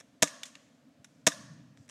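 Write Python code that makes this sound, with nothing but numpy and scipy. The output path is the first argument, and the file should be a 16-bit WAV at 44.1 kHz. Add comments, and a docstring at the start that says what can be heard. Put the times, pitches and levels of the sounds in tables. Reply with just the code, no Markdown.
"""A gas pistol fires twice in open woodland, just ahead of a small camera. Each shot is a train of blows that
ring damped modes (hammer tap, valve crack, muzzle pop, ground bounce) over a burst of gas noise. Trunks
return filtered echoes and the trees a hissing tail of decaying noise. Trigger ticks and a pellet strike are
short noise bursts, the strike with ringing modes; a thin hiss, gusts of low noise with single buffets and
steady outdoor noise lie behind."""
import sys
import numpy as np
from scipy import signal
from scipy.io import wavfile
from scipy.ndimage import uniform_filter1d

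SR = 44100
rng = np.random.default_rng(int(sys.argv[2]) if len(sys.argv) > 2 else 0)


def unload_audio(sound):
    """Save the sound as a 16-bit wav file, at the path given as the first command line argument."""
    columns = np.transpose(np.atleast_2d(sound))
    # keep every value between -1 and 1, then stretch to whole-number steps
    steps = np.round(np.clip(columns, -1, 1) * 32767)
    wavfile.write(sys.argv[1], SR, steps.astype(np.int16))


N = 83790  # length of the scene in samples

# All spectra list (frequency [Hz], relative density [dB per Hz]); noise() scales them to unit RMS.
# All mode tables list (frequency [Hz], relative level [dB], decay time t60 [s]).

# outdoor background: spectrum
AIR_SPECTRUM = [(15, -63.5), (25, -34.5), (161, -7), (206, -14.5), (263, -0.5), (285, -11.5), (335, -39),
                (373, -22), (531, -17), (677, -16), (754, -27), (1790, -29), (1940, -31), (2410, -31),
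                (2840, -32), (5570, -36.5), (7920, -39), (8830, -44), (16000, -48.5)]
AIR_DB, AIR_PATCH_DB = -63, 0.8

# faint high hiss while the trigger is held: (start [s], end [s], level [dB]); and its spectrum
HISS_SPANS = [(1.05, 1.244, -82), (1.76, 1.874, -75.5)]
HISS_SPECTRUM = [(3000, -31), (5000, -3), (7500, -4), (8500, -8), (9500, -19.5), (16000, -50)]

# wind on the microphone: spectrum
GUST_SPECTRUM = [(15, -66.5), (25, -40), (48, -20.5), (118, 1.5), (144, 1), (251, -5.5), (289, -1),
                 (332, -26.5), (400, -35), (520, -56), (880, -120)]
# course of the gusts: (time [s], level [dB])
GUST_LEVELS = [(.9, -77), (1.2, -66), (1.361, -57.5), (1.45, -52), (1.6, -56.5), (1.7, -60.5), (1.9, -70)]
# single buffets of wind: (centre time [s], frequency [Hz], peak level [dB], length [s])
WIND_BUFFETS = [(1.0, 113, -53.5, 0.032), (1.4, 205, -46.5, .035), (1.447, 166, -44, 0.028),
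                (1.518, 150, -46, 0.0528), (1.555, 149.2, -49, 0.036), (1.617, 122, -49, 0.019),
                (1.68, 160, -61, 0.034), (1.715, 130, -54.5, 0.046), (1.805, 115, -46, 0.032)]
GUST_PATCH_DB = 0.5

# trigger ticks: (time [s], peak level [dB], decay time t60 [s], tilt [dB per octave]); and their spectrum
TRIGGER_TICKS = [(.0012, -42.5, 0.027, 5.8), (.0068, -40.5, 0.025, -1), (1.0449, -37.5, 0.03, 3.8),
                 (1.049, -59, 0.016, 5.3), (1.774, -45.5, 0.0067, 1.2), (1.88, -53, 0.012, 2),
                 (1.8906, -41.5, .025, 4.5), (1.896, -38, 0.015, 2)]
TICK_SPECTRUM = [(290, -51), (500, 3), (698, -4.5), (1770, 6.5), (3060, -1.5), (3700, 2), (4340, -16),
                 (4870, -15.5), (5470, 1), (6610, -1.5), (7860, -7), (10800, -15.5), (16000, -44.5)]
# pellet strike and its echoes:
# (time [s], peak level [dB], decay time t60 [s], tilt [dB per octave], thinned below [Hz]); and their spectrum
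PELLET_STRIKES = [(.433, -25, 0.022, -.6, 500), (0.454, -39.5, 0.14, 0.5, 900),
                  (0.5534, -37.5, 0.017, -8, 1500)]
STRIKE_SPECTRUM = [(240, -40.5), (400, -47), (626, 3), (865, -10), (1460, -2.5), (2250, 0), (3070, 3.5),
                   (3370, 1), (4800, -1), (6950, 6), (8500, -1.5), (11900, -12), (16000, -36)]
# what the pellet strikes: modes
TARGET_MODES = [(1910, -23, 0.056), (2300, -20.5, 0.024), (3480, -13, .05), (3800, -17, 0.027),
                (6400, -38.5, 0.052)]
CLICK_RISE_S = 0.0003
TAIL_DB, TAIL_T60_S = -28, 0.9  # scatter after ticks and strikes, relative to the start of the burst

# the shots: onset time [s]
SHOT_TIMES = [.2251, 1.26905]
# blows inside one shot, levels before a common halving of amplitude:
# (delay [s], thump level [dB], knock level [dB], crack level [dB], sizzle level [dB])
SHOT_BLOWS = [(-.0031, -27, -23, -19.5, -28), (0., -2, -7, -8, -31.5), (.0012, -12, -7.5, -11.5, -4),
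              (.0022, -9, -6, -20, -17), (.0063, -2.5, -8.5, -6.5, -15), (.0103, -10.5, -17, -20.5, -25.5),
              (.0162, -27.5, -23, -18.5, -26.5)]
# pistol and muzzle: modes in four groups of rising pitch
THUMP_MODES = [(457, -17.5, 0.021), (638, -8, 0.036), (1210, -21.5, 0.06), (944, -20, 0.025)]
KNOCK_MODES = [(1620, 1, 0.0068), (2170, -11, .01), (2615, -3.5, .01), (3190, -3.5, 0.0029),
               (3700, 0.5, 0.0064)]
CRACK_MODES = [(5510, -15, 0.014), (5700, -2.5, 0.015), (6500, 11.5, 0.0036), (7300, -1.5, 0.007),
               (7700, -13.5, .008)]
SIZZLE_MODES = [(9900, 1.5, 0.0021), (10695, -2, .005), (11700, -12.5, 0.012), (14400, -15, .004)]
RISE_CYCLES = 0.37  # time constant of a mode's swell, in its own cycles
# low push of the muzzle pop: modes
PUSH_MODES = [(162, -27, .07), (215, -12.5, 0.029), (292, -24, 0.084)]
PUSH_DELAY_S = 0.00033
# escaping gas and rattle, starting with the hammer tap: spectrum
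GAS_SPECTRUM = [(470, -40.5), (800, -12), (1260, -15.5), (1760, -1), (2410, -13), (2570, -11),
                (3100, -12.5), (3650, 0.5), (4400, -15), (5440, -1.5), (6650, -1), (8550, -5.5),
                (9940, -16.5), (13100, -23), (16000, -37)]
GAS_DB, GAS_T60_S, GAS_START_S, GAS_RISE_S = -23, 0.1, -0.0031, 0.0013
# single echoes from the nearest trunks: (delay [s], level [dB])
TRUNK_ECHOES = [(.0495, -25), (0.0606, -34), (.075, -48.5)]
TRUNK_LOW_HZ = 1300  # thin trunks let the bass pass by
TRUNK_TOP_HZ, TRUNK_SMEAR_S = 7000, 0.0005  # bark dulls and smears each echo
# scatter from the trees: spectrum
WOODS_SPECTRUM = [(240, -41.5), (400, -13.5), (545, -8.5), (598, 6), (676, -10.5), (742, -6), (814, -25.5),
                  (935, -6.5), (1040, -8), (1130, 2), (1230, -16), (1330, -8), (1600, -10.5), (1730, 0),
                  (2050, -15), (3310, -11.5), (4310, -11.5), (6640, -6), (7170, -13), (9180, -12),
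                  (10900, -22), (13100, -20.5), (16000, -47)]
# its decay: (frequency [Hz], decay time t60 [s])
WOODS_DECAY = [(300, 0.25), (700, 0.86), (1500, 1.0), (3000, 0.9), (6000, 0.81), (10000, .55),
               (15000, 0.36)]
WOODS_DB, WOODS_RISE_S, WOODS_PATCH_DB = -43.5, 0.04, 1.5
SHORT_DB, SHORT_RISE_S = -47, 0.004
SHORT_SHARE = 0.16  # decay time of the short burst as a share of the long part's
BURST_DELAY_S = 0.046  # delay of the short burst of scatter

MIC_LOW_HZ, MIC_TOP_HZ, EDGE_HZ = 116, 14000, 16450


def amp(db):
    """Level and amplitude: 20 dB is a factor of ten in pressure."""
    return 10 ** (np.asarray(db) / 20)


def evened(x):
    """Normalisation to unit root-mean-square."""
    return x / np.sqrt(np.mean(x ** 2) + 1e-20)


def read(points, hz):
    """Interpolation along a logarithmic frequency axis."""
    f, value = np.transpose(points)
    return np.interp(np.log(hz + 1), np.log(f + 1), value)


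def add(mix, s, sound):
    """Superposition: pressures add, here from time s onward and cut at the end of the mix."""
    part = mix[max(round(s * SR), 0):][:len(sound)]
    part += sound[:len(part)]


def noise(spectrum, count, size, patch_db=0, shape_db=None):
    """Spectral synthesis: random short-time spectra in drifting patches, unit RMS before shape_db(hz, s)."""
    hop = size // 4
    frames = count // hop + 5
    hz = np.fft.rfftfreq(size, 1 / SR)[:, None]
    real, imag, patches = rng.standard_normal((frames, len(hz), 3)).T
    patches = uniform_filter1d(patches, size=5, axis=0)  # across frequency
    patches = evened(uniform_filter1d(patches, size=8, axis=1))  # across time
    z = (real + 1j * imag) * amp(read(spectrum, hz) + patch_db * patches)
    scale = np.std(signal.istft(z, nperseg=size, noverlap=size - hop)[1])
    if shape_db:
        z = z * amp(shape_db(hz, np.arange(frames) * hop / SR))
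    return signal.istft(z, nperseg=size, noverlap=size - hop)[1][:count] / scale


def ring(modes, sign=-1):
    """Modal superposition: damped sines after one blow, each mode multiplied by sign once more than the last."""
    t = np.arange(4000) / SR
    out = np.zeros(len(t))
    for k, (hz, db, t60) in enumerate(modes):
        decay = amp(db - 60 * t / t60)
        swell = (1 - np.exp(-t * hz / RISE_CYCLES)) ** 2
        out += sign ** k * decay * swell * np.sin(2 * np.pi * hz * t)
    return out


def outdoor_air():
    """Stationary random noise: a fixed mean spectrum with slight drifting patches."""
    return amp(AIR_DB) * noise(AIR_SPECTRUM, count=N, size=1024, patch_db=AIR_PATCH_DB)


def trigger_hiss():
    """Amplitude-windowed noise: thin treble that fades in and out."""
    out = np.zeros(N)
    for start, end, db in HISS_SPANS:
        count = round((end - start) * SR)
        fade = signal.windows.tukey(count, .3)
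        add(out, start, amp(db) * fade * noise(HISS_SPECTRUM, count=count, size=256))
    return out


def wind():
    """Turbulent pressure on the microphone: low noise modulated by the gusts, plus windowed sine buffets."""
    s, db = np.transpose(GUST_LEVELS)
    level = amp(np.interp(np.arange(N) / SR, s, db, left=-90))
    spectrum = GUST_SPECTRUM + [(600, -62.5), (20000, -89.5)]  # faint floor above the rumble
    out = level * noise(spectrum, count=N, size=2048, patch_db=GUST_PATCH_DB)
    for centre, hz, db, length in WIND_BUFFETS:
        t = np.arange(0, length, 1 / SR)
        wave = np.sin(2 * np.pi * (hz * t + rng.random()))  # random starting phase
        add(out, centre - length / 2, amp(db) * np.hanning(len(t)) * wave)
    return out


def clicks(rows, spectrum):
    """Impulsive excitation: abrupt, decaying noise bursts, each with a faint scattered tail."""
    out, t = np.zeros(N), np.arange(SR // 2) / SR
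    for start, db, t60, tilt_db, *low_hz in rows:
        def colour_db(hz, s):
            tilt = tilt_db * np.log2((hz + 50) / 4000)
            thinning = 20 * np.log10(1 + (sum(low_hz) / (hz + 1)) ** 4)  # none without low_hz
            return tilt - thinning

        burst = noise(spectrum, count=len(t), size=256, shape_db=colour_db)
        fall = amp(-60 * t / t60) * np.minimum(t / CLICK_RISE_S, 1)
        tail = amp(TAIL_DB - 60 * t / TAIL_T60_S)
        peak = abs(burst * fall).max()
        add(out, start, amp(db) * burst * (fall + tail) / peak)
    return out


def pellet_strike():
    """Impact and resonance: noise bursts, the first also ringing the modes of the target."""
    out = clicks(PELLET_STRIKES, STRIKE_SPECTRUM)
    start, db = PELLET_STRIKES[0][:2]
    add(out, start, amp(db) * ring(TARGET_MODES))
    return out


def escaping_gas():
    """Jet noise: a quick rise, then exponential decay."""
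    t = np.arange(SR) / SR
    level = amp(GAS_DB - 60 * t / GAS_T60_S) * np.minimum(t / GAS_RISE_S, 1)
    return level * noise(GAS_SPECTRUM, count=SR, size=256)


def trunk_echoes(direct):
    """Discrete reflection: delayed band-passed copies, smeared by short decaying random responses."""
    band = signal.butter(N=2, Wn=[TRUNK_LOW_HZ, TRUNK_TOP_HZ], btype="band", fs=SR, output="sos")
    dull = signal.sosfilt(band, direct)
    out = np.zeros(SR)
    for delay, db in TRUNK_ECHOES:
        smear = rng.standard_normal(200) * np.exp(-np.arange(200) / (SR * TRUNK_SMEAR_S))
        add(out, delay, amp(db) * signal.oaconvolve(dull, smear / np.linalg.norm(smear)))
    return out


def woodland_scatter():
    """Diffuse reverberation: a long, slowly decaying noise from the onset and a short, delayed burst."""
    def long_db(hz, s):
        return WOODS_DB - 60 * s / read(WOODS_DECAY, hz)

    def short_db(hz, s):
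        return SHORT_DB - 60 * s / (SHORT_SHARE * read(WOODS_DECAY, hz))

    t = np.arange(SR) / SR
    long_part = noise(WOODS_SPECTRUM, count=SR, size=512, patch_db=WOODS_PATCH_DB, shape_db=long_db)
    short_burst = noise(WOODS_SPECTRUM, count=SR, size=256, patch_db=WOODS_PATCH_DB, shape_db=short_db)
    out = long_part * np.minimum(t / WOODS_RISE_S, 1)
    add(out, BURST_DELAY_S, short_burst * np.minimum(t / SHORT_RISE_S, 1))
    return out


def shot():
    """Impulse response: blows excite modes over a gas jet, then trunks echo and the trees reverberate."""
    lead, out = 0.006, np.zeros(SR)  # lead [s] leaves room for what precedes the nominal onset
    # a sign of 0.93 weakens each crack mode a little more than the one before
    groups = [ring(THUMP_MODES), ring(KNOCK_MODES), ring(CRACK_MODES, sign=0.93), ring(SIZZLE_MODES)]
    for delay, *dbs in SHOT_BLOWS:
        blow = sum(amp(db) * group for db, group in zip(dbs, groups)) / 2
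        add(out, lead + delay, blow)
    add(out, lead + GAS_START_S, escaping_gas())
    echoes = trunk_echoes(out)  # of blows and gas only
    add(out, lead + PUSH_DELAY_S, ring(PUSH_MODES, sign=1))
    add(out, 0, echoes)
    add(out, lead, woodland_scatter())
    return lead, out


def scene():
    """Linear superposition of the background, the small sounds and both shots."""
    mix = outdoor_air() + trigger_hiss() + wind()
    mix = mix + clicks(TRIGGER_TICKS, TICK_SPECTRUM) + pellet_strike()
    for s in SHOT_TIMES:
        lead, sound = shot()
        add(mix, s - lead, sound)
    return mix[None]


def record(dry):
    """Linear filtering: microphone roll-off at both ends, then the band limit of the camera."""
    low_cut = signal.butter(N=2, Wn=MIC_LOW_HZ, btype="high", fs=SR, output="sos")
    top_cut = signal.butter(N=2, Wn=MIC_TOP_HZ, fs=SR, output="sos")
    x = signal.sosfilt(top_cut, signal.sosfilt(low_cut, dry))
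    band_limit = signal.firwin(511, EDGE_HZ, window=("kaiser", 9), fs=SR)
    return signal.oaconvolve(x, band_limit[None], "same")


dry = scene()
out = record(dry)
unload_audio(out)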